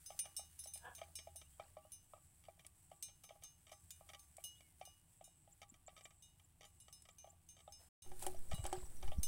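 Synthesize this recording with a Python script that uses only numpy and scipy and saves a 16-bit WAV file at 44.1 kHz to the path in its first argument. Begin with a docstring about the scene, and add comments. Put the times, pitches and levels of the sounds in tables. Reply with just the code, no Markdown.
"""A dry pasture where cattle graze, heard from a hand-held camera with a hollow handle. Close by, the handle
knocks and creaks as ringing modes, a small metal fitting jingles and dry stalks snap. Behind, an animal calls
once with a rasp in its throat, an insect buzzes in stroke-by-stroke noise, small birds chip and whistle in
gliding tones, and a far engine drones. The sound drops out briefly as the scene changes to a nearer view:
rustling grass made of tiny cracks, heavier clunks and a low rumble of handling."""
import sys
import numpy as np
from scipy import signal
from scipy.fft import rfft, irfft, next_fast_len
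from scipy.io import wavfile
from scipy.ndimage import uniform_filter1d

SR = 44100
rng = np.random.default_rng(int(sys.argv[2]) if len(sys.argv) > 2 else 0)


def generate_wav(signal):
    """Clip the signal to [-1, 1] and save it as 16-bit WAV at the path in sys.argv[1]."""
    frames = np.transpose(np.atleast_2d(signal))
    scaled = np.clip(frames, -1, 1) * 32767
    pcm = np.round(scaled).astype(np.int16)
    wavfile.write(sys.argv[1], SR, pcm)


N = 408807
TIME = np.arange(N) / SR  # s

# Ringing modes of the hollow handle: (frequency [Hz], relative level [dB], t60 [s])
HANDLE_MODES = [(628, -10, 0.1), (673.5, 0.5, 0.054), (753.6, 0, 0.047), (807, -6.5, 0.18),
                (1162, -13, 0.37), (1263, 0, 0.045), (1966, -8, 0.057), (2234, -9, 0.056),
                (2358, 4.5, 0.024), (3150, 14, 0.0059), (3650, 2.5, 0.011), (4670, -2, 0.01),
                (5780, 7, 0.0029), (8000, -15, 0.0063)]
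# Ringing modes of the grip: (frequency [Hz], relative level [dB], t60 [s])
GRIP_MODES = [(367.2, 3, 0.26), (576, -4, 0.06), (767, 5, 0.085), (818, -2, 0.15), (1210, -22, 0.019),
              (1620, -16, 0.071)]
# The silence before the nearer part: (start [s], end [s])
SILENCE = (7.888, 8.02)


def amp(db):
    """Decibels to gain."""
    return 10 ** (np.asarray(db) / 20)


def rms_one(x):
    """Scale to rms 1."""
    return x / np.sqrt(np.mean(x ** 2) + 1e-20)


def peak_one(x):
    """Scale to peak 1."""
    return x / np.abs(x).max()


def add(out, s, sound):
    """Mix a sound in at a time in seconds."""
    at = max(int(s * SR), 0)
    out[at:at + len(sound)] += sound[:max(N - at, 0)]


def curve(rows):
    """Join rows of (time [s], value) by straight lines."""
    return np.interp(TIME, *np.transpose(rows))


def drift(per_s):
    """Normal random values about zero, `per_s` new ones a second, joined by straight lines."""
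    return np.interp(TIME * per_s, np.arange(4096), rng.standard_normal(4096))


def filtered(x, kind, hz, order=2):
    """Causal Butterworth filter."""
    sos = signal.butter(order, np.clip(hz, 10, .45 * SR), kind, fs=SR, output="sos")
    return signal.sosfilt(sos, x)


def coloured(x, colour):
    """Shape a signal by (frequency [Hz], level [dB]) rows, falling away beyond their ends; rms 1."""
    hz, db = np.transpose(colour)
    size = next_fast_len(N)
    f = np.maximum(np.arange(size // 2 + 1) * SR / size, 1)
    skirts = np.minimum(f / hz[0], 1) ** 2 * np.minimum(hz[-1] / f, 1) ** 2
    gain = skirts * amp(np.interp(np.log(f), np.log(hz), db))
    return rms_one(irfft(rfft(x, size) * gain, size)[:N])


def noise(colour):
    """Steady noise of a given spectrum."""
    return coloured(rng.standard_normal(N), colour)


def ringing(modes):
    """One decaying sine per mode, as rows half a second long."""
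    hz, db, t60 = np.transpose(modes)[:, :, None]
    t = TIME[:SR // 2]
    return amp(db - 60 * t / t60) * np.sin(2 * np.pi * hz * t)


def burst(t60):
    """A rough contact: noise that dies away exponentially."""
    t = TIME[:SR // 20]
    return rng.standard_normal(len(t)) * np.exp(-np.log(1000) * t / t60)


def slip(body, t60=0.033, low_hz=1200, crack=0.38, crumble=0.36, crumble_t60=0.075):
    """A hard little contact, crumbling away, excites the modes of a body and cracks on its own."""
    crumbs = burst(crumble_t60) * np.abs(rng.standard_normal(SR // 20))
    contact = filtered(burst(t60) + crumble * crumbs, "high", low_hz, order=1)
    out = peak_one(signal.fftconvolve(body, contact))
    add(out, 0, crack * peak_one(filtered(contact, "band", (2200, 7500))))
    return out


def handle(thud_db=1.0, scatter_db=5.0, thud_low_hz=560, thud_high_hz=880,
           grit_db=0.5, grit_low_hz=1500, grit_high_hz=3800, grit_gap_s=0.0098, grit_loss_db=8.5,
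           hum_db=-36, rebound_s=0.062, rebound_db=-16):
    """A knock wakes the low cavity modes and a faint grip hum; grit in the joint crunches in a dying run."""
    # Knocks, before the gains above: (time [s], thud level [dB], grit level [dB])
    knocks = [(0.103, -44.5, -50), (0.256, -50.5, -52.5), (0.393, -48, -59), (0.657, -52.5, -56),
              (0.756, -56.5, -54), (1.015, -41, -43), (1.271, -45.5, -58.5), (1.597, -41, -46),
              (1.768, -44.5, -55), (2.135, -47, -60.5), (2.163, -59.5, -65.5), (2.484, -45.5, -56),
              (2.915, -48, -57), (3.306, -48.5, -55), (3.359, -60.5, -70), (3.718, -48.5, -52.5),
              (4.009, -53, -73), (4.382, -48.5, -55), (4.812, -43, -46.5), (5.21, -50, -60),
              (5.475, -59, -70), (5.88, -48.5, -48.5), (7.243, -49.5, -58.5), (7.273, -54.5, -62),
              (7.677, -46, -54.5), (8.344, -48.5, -59.5), (8.517, -41, -48), (8.58, -54, -48.5),
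              (9.118, -42.5, -42.5)]
    out, rings, hum = np.zeros(N), ringing(HANDLE_MODES), ringing(GRIP_MODES)[0]
    for s, db, crunch_db in knocks:
        body = amp(rng.normal(0, scatter_db, len(rings))) @ rings
        cavity = filtered(filtered(body, "high", thud_low_hz, order=8), "low", thud_high_hz, order=4)
        thud = amp(db + thud_db) * peak_one(cavity)
        add(out, s, thud + amp(db + hum_db) * hum)
        # The handle settles with a second, weaker touch, random in time and force
        rebound = amp(rebound_db) * 2 * rng.random() ** 2
        add(out, s + rebound_s * (.5 + rng.random()), rebound * thud)
        for k, after in enumerate(np.cumsum(grit_gap_s * (0.44 + rng.random(size=4)))):
            shell = amp(rng.normal(0, scatter_db, len(rings))) @ rings
            crunch = filtered(slip(shell), "band", (grit_low_hz, grit_high_hz), order=1)
            delay = (k > 0) * (after - grit_gap_s / 2)  # the first grain falls on the knock
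            add(out, s + delay, amp(crunch_db + grit_db - k * grit_loss_db) * crunch)
    return out


def joint(level_db=2.0, slip_gap_s=0.011, max_loss_db=6):
    """A creak is one slip or an uneven run of slips in the handle's shell, the first the strongest."""
    # Creaks, before the gain above: (time [s], length [s], level [dB])
    creaks = [(0.254, .005, -48), (0.982, .015, -52.5), (1.189, .005, -44.5), (1.415, .005, -52),
              (2.438, .03, -60), (2.594, .018, -57), (2.648, .005, -55.5), (3.084, .015, -60.5),
              (3.239, .005, -56), (3.291, .005, -52), (3.423, .028, -57.5), (3.668, .028, -56),
              (3.716, .014, -52.5), (4.0897, .014, -50), (4.134, .018, -47.5), (4.606, .005, -56.5),
              (5.617, .014, -46.5), (5.741, .005, -57.5), (5.965, .014, -52), (5.989, .005, -58),
              (6.009, .005, -52), (6.054, .005, -48.5), (6.107, .005, -58.5), (6.397, .005, -60),
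              (6.609, .045, -51), (6.882, .005, -53.5), (7.053, .005, -56.5), (7.088, .005, -51.5),
              (7.567, .045, -57.5), (8.513, .025, -42.5), (8.652, .02, -44.5), (9.0265, .005, -49.5),
              (9.077, .005, -48.5)]
    out, shell = np.zeros(N), ringing(HANDLE_MODES).sum(0)
    for s, length, db in creaks:
        after, loss_db = 0, 0
        for spacing, weakening in rng.random(size=(7, 2)):
            sounding = after < length
            add(out, s + after, sounding * amp(db + level_db - loss_db) * slip(shell))
            after += slip_gap_s * (.7 + .6 * spacing)
            loss_db = max_loss_db * weakening
    return out


def fitting(gain_db=1.0, bounce=0.49, bounce_s=0.01, tick_db=3.5, tick_t60=0.044, tick_low_hz=5000,
            chord_under_db=6, roll_s=0.00096, tilt_pivot_hz=7000, scatter_db=2.5, favour_step_db=3.2):
    """Each touch ticks, favours three metal modes over a fainter chord of the rest, then bounces once."""
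    # Touches, before the gains above: (time [s], leading, second and third mode [Hz], leading level [dB],
    # level of the other modes [dB], their brightness [dB/octave], contact tick level [dB])
    touches = [(.061,6173,5067,9953,-53.5,-60,3,-59), (0.1908,9243,8881,6173,-38.5,-54.5,-0.5,-38),
               (0.365,8690,5475,8881,-43,-51.5,.5,-54), (0.5906,10906,9243,6173,-48.5,-61.5,-1,-56),
               (.638,9767,5475,7805,-52.5,-64,2,-55), (.672,9767,6173,8881,-51.5,-61,0,-64),
               (0.7361,9243,8881,9767,-47.5,-55.5,1.5,-59), (.95,8881,6173,6341,-57.5,-64,1,-53.5),
               (1.154,10906,8403,6341,-50,-53.5,-1,-54), (1.359,8881,9243,6173,-55.5,-61,3,-55.5),
               (1.919,10906,9243,6173,-52,-63,1,-57.5), (3.0253,8403,6173,6341,-47.5,-55,-1,-46),
               (3.236,6173,8881,7805,-63.5,-65.5,3,-62), (3.436,6341,8881,8690,-55,-65,-4.5,-52.5),
               (3.718,6173,5067,8690,-65,-70,-1,-61), (3.906,7030,8403,3612,-53.5,-64.5,-1,-48),
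               (4.193,8881,6341,9609,-61.5,-72,-1,-59), (4.4393,8881,2906,6341,-50.5,-54,4.5,-51.5),
               (4.852,6173,8881,2906,-60,-67.5,-1,-57), (5.241,8690,7030,6341,-61,-66.5,-0.5,-68),
               (6.223,6173,6341,3746,-64,-68.5,-2,-69), (6.65,7030,6173,8881,-66,-75,-2,-68),
               (6.801,10906,8881,6173,-61,-71,-3.5,-67), (6.926,6173,8881,5200,-58.5,-65,0,-62),
               (7.1838,6173,8881,6341,-58.5,-70,-4.5,-64), (7.488,6341,8690,6173,-58,-70,-3,-63),
               (7.7223,6341,5200,9243,-58,-67.5,-5.5,-61), (8.0216,9243,6341,3892,-61.5,-66.5,-3.5,-63),
               (8.543,8881,3892,2906,-52,-61.5,5,-54), (9.231,8690,6341,6173,-40.5,-46.5,1.5,-40)]
    # Ringing modes of the metal: (frequency [Hz], relative level [dB], t60 [s])
    metal_modes = [(2422, -18, 0.3), (2906, -10, 0.42), (3612, -13, 0.22), (3746, -13, 0.3),
                   (3892, -17, 0.24), (4080, -14, 0.26), (5067, -9, 0.26), (5200, -11, 0.32),
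                   (5475, -9, 0.2), (6173, -4, 0.25), (6341, -8, 0.28), (7030, -10, 0.12), (7805, -9, 0.22),
                   (8403, -6, 0.17), (8690, -1, 0.14), (8881, 0, 0.16), (9243, -5, 0.15), (9609, -4, 0.17),
                   (9767, -3, 0.12), (9953, -3, 0.16), (10906, -4, 0.12), (10992, -4, 0.13),
                   (12545, -11, 0.11), (13011, -5, 0.12), (13690, -8, 0.14), (14448, -12, 0.12),
                   (14820, -9, 0.11), (15433, -11, 0.11)]
    hz, mode_db, t60 = np.transpose(metal_modes)
    out = np.zeros(N)
    rings = ringing(metal_modes) / amp(mode_db)[:, None]  # all modes equal; each touch sets their levels
    roll = np.minimum(TIME[:rings.shape[1]] / roll_s, 1)  # the contact rolls, so the ring builds up
    for s, *favoured_hz, lead_db, rest_db, brightness, contact_db in touches:
        tilt_db = brightness * np.log2(hz / tilt_pivot_hz)
        chord_db = rest_db + mode_db + tilt_db + rng.normal(0, scatter_db, len(hz))
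        db = np.minimum(chord_db, lead_db - chord_under_db)
        for rank, favoured in enumerate(favoured_hz):
            db[np.argmin(abs(hz - favoured))] = lead_db - rank * favour_step_db
        for after, force in ((0, 1), (bounce_s * (.5 + rng.random()), bounce)):
            signs = rng.choice([-1, 1], len(hz))
            add(out, s + after, force * roll * ((amp(db + gain_db) * signs) @ rings))
        tick = filtered(burst(tick_t60), "band", (tick_low_hz, 14000), order=1)
        add(out, s, amp(contact_db + tick_db) * tick)
    return out


def clunks(level_db=1.5, click_db=-5.5, scatter_db=3.0):
    """Heavier blows ring the grip's modes and rattle the handle's shell."""
    # Blows, before the gains above: (time [s], level [dB])
    blows = [(8.062, -58), (8.117, -50), (8.226, -47), (8.2662, -36), (8.642, -48), (8.654, -40.5),
             (8.7282, -33.5), (9.03, -47), (9.079, -54.5)]
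    out, rings, shell = np.zeros(N), ringing(GRIP_MODES), ringing(HANDLE_MODES).sum(0)
    for s, db in blows:
        body = amp(rng.normal(0, scatter_db, len(rings))) @ rings
        add(out, s, amp(db + level_db) * peak_one(filtered(body, "high", 420)))
        add(out, s, amp(db + click_db) * slip(shell))
    return out


def stalks(level_db=5.5, t60=0.026, band_hz=(7500, 11000), body_db=-10.5):
    """A dry stalk breaks with a short bright crack of noise over a fainter, wider body."""
    # Snaps, before the gain above: (time [s], level [dB])
    snaps = [(0.776, -46.5), (2.6655, -47), (4.368, -48), (7.0213, -57), (8.194, -49.5), (8.225, -42),
             (8.234, -45.5), (8.2654, -36), (8.6402, -44), (8.664, -41), (8.728, -42.5)]
    out = np.zeros(N)
    for s, db in snaps:
        crack = burst(t60)
        snap = filtered(crack, "band", band_hz) + amp(body_db) * filtered(crack, "high", 2600)
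        add(out, s, amp(db + level_db) * peak_one(snap))
    return out


def handling(bump_db=-2.0, cycles=0.73, sway_db=-38.5, fade_in_s=.06):
    """The hand bumps the camera in swells of a cycle or two; a low rumble joins after the silence."""
    # Bumps, before the gain above: (time of the middle [s], level [dB], frequency [Hz])
    bumps = [(5.724, -57, 230), (8.531, -39, 59), (8.542, -36, 140), (8.599, -35.5, 94), (8.643, -41, 55.4),
             (8.78, -47, 133), (8.839, -43.5, 46.5), (9.05, -39.5, 48), (9.09, -42, 92), (9.19, -30, 60),
             (9.188, -37, 173)]
    # Spectrum of the rumble: (frequency [Hz], relative level [dB])
    sway_colour = [(4, 0), (9, -20.5), (25, -35), (60, -39.5), (150, -52), (400, -60)]
    fade_in = np.clip((TIME - SILENCE[1]) / fade_in_s, 0, 1) ** 2
    out = amp(sway_db) * noise(sway_colour) * fade_in
    t = TIME[:SR // 5]
    for s, db, hz in bumps:
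        turn = hz * (t - t.mean())
        bump = np.exp(-(turn / cycles) ** 2) * np.sin(2 * np.pi * turn)
        add(out, s - t.mean(), -amp(db + bump_db) * peak_one(bump))
    return out


def grass(grains_per_s, size_db, smooth):
    """Countless tiny cracks of dry blades, in clumps, over a smooth hiss."""
    born = rng.random(N) < grains_per_s * amp(4 * drift(25)) / SR
    size = amp(size_db * np.minimum(rng.exponential(1, N), 6))
    grains = born * rng.choice([-1, 1], N) * size
    return rms_one(grains) + smooth * rng.standard_normal(N)


def crackle(per_s=420, size_db=-0.5, cycles=18, smooth=0.61):
    """Crushed stems: each tiny break rings briefly at a pitch of its own, over a smooth hiss."""
    out, t = np.zeros(N), TIME[:SR // 40]
    count = int(np.clip(per_s, 50, 2000) * TIME[-1])
    for when, pitch, size in rng.random((count, 3)):
        turn = 600 * 9 ** pitch * t  # 600 to 5400 Hz
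        grain = np.sin(2 * np.pi * turn) * np.exp(-np.log(1000) * turn / cycles)
        add(out, when * TIME[-1], amp(size_db * min(-np.log(size), 4)) * grain)
    return rms_one(out) + smooth * rng.standard_normal(N)


def rustle(far_db=9.0, near_fine_db=-66, near_coarse_db=-75, crunch_db=-5, fade_in_s=0.03,
           attack_s=0.019, release_s=0.077):
    """Fine rustle across the pasture; each scuff swells quickly, dies away and also crunches lower down."""
    # Fine rustle before the silence, without far_db: (time [s], level [dB])
    far_level = [(0.0, -76), (2.03, -83.5), (3.77, -84), (3.85, -80.5), (5.1, -83.5), (5.37, -86.5),
                 (7.6, -86.5)]
    # Scuffs in the grass: (time of the peak [s], coarse level before crunch_db [dB], fine level [dB])
    scuffs = [(.25, -67.5, -73), (1.03, -68.5, -84), (1.61, -65.5, -81), (2.84, -92, -79),
              (7.809, -69.5, -68.5), (8.225, -53.5, -52.5), (8.527, -59, -74), (8.66, -52.5, -79),
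              (8.76, -55.5, -78), (9.04, -58.5, -79)]
    # Spectrum of the fine rustle: (frequency [Hz], relative level [dB])
    fine_colour = [(1500, -9.5), (4000, -13.5), (6500, -10.5), (9000, 1.5), (11000, -6), (12500, -9),
                   (15500, -6.5)]
    close = np.clip((TIME - SILENCE[1]) / fade_in_s, 0, 1)
    fine = np.where(TIME < SILENCE[1], amp(curve(far_level) + far_db), close * amp(near_fine_db))
    coarse = close * amp(near_coarse_db)
    for s, coarse_db, fine_db in scuffs:
        swell = np.exp(-np.maximum((s - TIME) / attack_s, (TIME - s) / release_s))
        fine = np.hypot(fine, amp(fine_db) * swell)
        coarse = np.hypot(coarse, amp(coarse_db) * swell)
    blades = coloured(grass(grains_per_s=6100, size_db=3.5, smooth=0.51), fine_colour)
    crunch = coloured(crackle(), [(450, 8.0), (800, 4.5), (1200, 2.5), (2700, 2.5), (5000, 6.5)])
    return fine * blades + amp(crunch_db) * coarse * crunch


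def animal(top_hz=243, sag_hz=3, jitter=0.0402, pulse_db=-2, shake_db=2.5):
    """One hoarse call: rasp and uneven pulses ring in a throat; pitch and level arch, and the level shakes."""
    # The call: (time of its peak [s], attack [s], release [s], level [dB])
    call = (0.868, 0.02, 0.036, -56.5)
    # Spectrum of the throat: (frequency [Hz], relative level [dB])
    throat = [(480, -8.5), (720, -0.5), (980, 0.5), (1300, -11.5), (1700, 4), (1900, -25), (2600, -21),
              (3300, -15), (4000, -37)]
    peak_s, attack_s, release_s, db = call
    away = np.minimum(np.maximum((peak_s - TIME) / attack_s, (TIME - peak_s) / release_s), 20)
    pitch = (top_hz - sag_hz * np.minimum(away ** 2, 20)) * (1 + jitter * drift(300))
    cycles = np.cumsum(pitch) / SR
    pulses = rms_one(np.diff(np.floor(cycles), prepend=0))
    rasp = rms_one(rng.standard_normal(N) * (1 - .5 * (cycles % 1)))  # weakens through each cycle
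    voice = coloured(filtered(amp(pulse_db) * pulses + rasp, "high", 270, order=4), throat)
    return amp(db + shake_db * drift(70.6)) / np.cosh(away) * voice


def insect(far_db=-75.5, near_db=-62.5, between_db=-87.5, half_phrase_s=0.21,
           strokes_per_s=160, pitch_hz=7980, fall_hz=600, width_hz=300):
    """Every wing stroke is a short rasp falling in pitch; the song swells in phrases, louder when nearer."""
    # Middles of the phrases: time [s]
    phrases = [.1, .92, 1.52, 2.25, 2.95, 3.8, 4.45, 5.28, 6.1, 6.92, 7.72, 8.7]
    stroke = np.cumsum(strokes_per_s * (1 + 0.043 * drift(10.0))) / SR % 1
    phase = 2 * np.pi * np.cumsum(pitch_hz + fall_hz * (.5 - stroke)) / SR
    # Slow noise on two carriers a quarter cycle apart makes a narrow band of noise at the pitch
    rasp = filtered(rng.standard_normal((2, N)), "low", width_hz)
    band = rasp[0] * np.cos(phase) + rasp[1] * np.sin(phase)
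    buzz = np.sqrt(np.sin(np.pi * stroke)) * band
    swell = sum(1 / (1 + ((TIME - s) / half_phrase_s) ** 4) for s in phrases)
    song = swell * amp(np.where(TIME < SILENCE[1], far_db, near_db))
    return np.hypot(song, amp(between_db)) * rms_one(buzz)


def bird(level_db=-8.5):
    """A run of nearly pure chips, all of one shape, each slightly detuned."""
    # Chips, before the gain above: (time [s], level [dB])
    chips = [(5.518, -51.5), (5.691, -48), (5.864, -45), (6.038, -45), (6.252, -59), (6.438, -57.5),
             (6.815, -54), (7.101, -55), (7.294, -50.5)]
    # One chip, a flick and an upward slur: (time from its start [s], nominal pitch [Hz], amplitude [0-1])
    chip_shape = [(0, 6700, 0), (.0015, 7700, .8), (.0035, 6700, 0), (.006, 6900, 0), (.0075, 7400, .8),
                  (.0095, 7150, 1), (.013, 7550, .9), (.0175, 8000, .25), (.02, 8100, 0)]
    out, (at, hz, height) = np.zeros(N), np.transpose(chip_shape)
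    t = TIME[TIME < at[-1]]
    for s, db in chips:
        pitch = np.interp(t, at, hz) * (1 + 0.0028 * rng.standard_normal())
        tone = np.sin(2 * np.pi * np.cumsum(pitch) / SR)
        add(out, s, amp(db + level_db) * np.interp(t, at, height) * tone)
    return out


def glide(length, first_hz, last_hz, scatter_t60=0.058):
    """A thin tone that swells, slides and fades, blurred on its way across the field."""
    pitch = np.linspace(first_hz, last_hz, int(length * SR))
    tone = np.hanning(len(pitch)) * np.sin(2 * np.pi * np.cumsum(pitch) / SR)
    return peak_one(signal.fftconvolve(tone, burst(scatter_t60)))


def whines(peep_db=-63, peep_s=0.02, peep_first_hz=6150, peep_last_hz=5400):
    """Far birds whistle up and down in gliding tones; a nearer one gives falling peeps."""
    # Far whistles: (time [s], length before the blur [s], first pitch [Hz], last pitch [Hz], level [dB])
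    whistles = [(1.413, 0.077, 2500, 3050, -72), (1.45, 0.13, 3030, 3300, -80),
                (1.596, 0.12, 2520, 3060, -81), (1.777, 0.13, 2550, 3180, -75),
                (2.094, 0.12, 2480, 2860, -81), (4.537, 0.064, 2880, 4030, -72),
                (4.56, 0.25, 2360, 1910, -76.5)]
    # Peeps in the nearer part: time [s]
    peeps = [8.358, 8.485, 8.85, 8.962, 9.075, 9.172]
    out = np.zeros(N)
    for s, length, first_hz, last_hz, db in whistles:
        add(out, s, amp(db) * glide(length, first_hz, last_hz))
    for s in peeps:
        add(out, s, amp(peep_db) * glide(peep_s, peep_first_hz, peep_last_hz))
    return out


def distance(air_db=-84.5, low_db=-73.0, engine_db=8.0, engine_hz=77, second_db=-13.0):
    """Open air and a low rumble as shaped noise; a far engine drones on two wavering harmonics."""
    # Far engine, before engine_db: (time [s], level [dB])
    engine_level = [(0, -87), (.45, -79), (1.4, -76.5), (2.1, -90.5), (3.6, -106), (3.8, -78), (4.4, -82.5),
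                    (5.0, -96), (7.85, -82)]
    # Spectrum of the open air: (frequency [Hz], relative level [dB])
    air_colour = [(250, 1.5), (450, -17.5), (750, -1), (1500, -14), (3000, -10), (4500, -19.5),
                  (7000, -24.5)]
    # Spectrum of the low rumble: (frequency [Hz], relative level [dB])
    low_colour = [(20, -1.5), (45, -8), (85, 0), (130, -8), (170, -7), (220, -26.5), (330, -19),
                  (400, -26.5)]
    phase = 2 * np.pi * np.cumsum(engine_hz * (1 + 0.0821 * drift(12))) / SR
    harmonics = np.sin(phase) + amp(second_db) * np.sin(2 * phase)
    drone = rms_one(harmonics * amp(1.7 * drift(41)))
    air = amp(air_db) * noise(air_colour)
    rumble = amp(low_db) * noise(low_colour)
    return air + rumble + amp(curve(engine_level) + engine_db) * drone


def scene():
    """Near sounds over the pasture's background."""
    near = handle() + joint() + fitting() + clunks() + stalks() + handling() + rustle()
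    background = animal() + insect() + bird() + whines() + distance()
    return (near + background)[None]


def record(dry, cutoff_hz=15800):
    """The sound stops briefly before the nearer part, with softened edges; the top is cut steeply."""
    sounding = 1.0 * ((TIME < SILENCE[0]) | (TIME > SILENCE[1]))
    running = uniform_filter1d(sounding, size=100)
    low_pass = signal.ellip(10, .2, 80, cutoff_hz, fs=SR, output="sos")
    return signal.sosfilt(low_pass, dry * running)


dry = scene()
out = record(dry)
generate_wav(out)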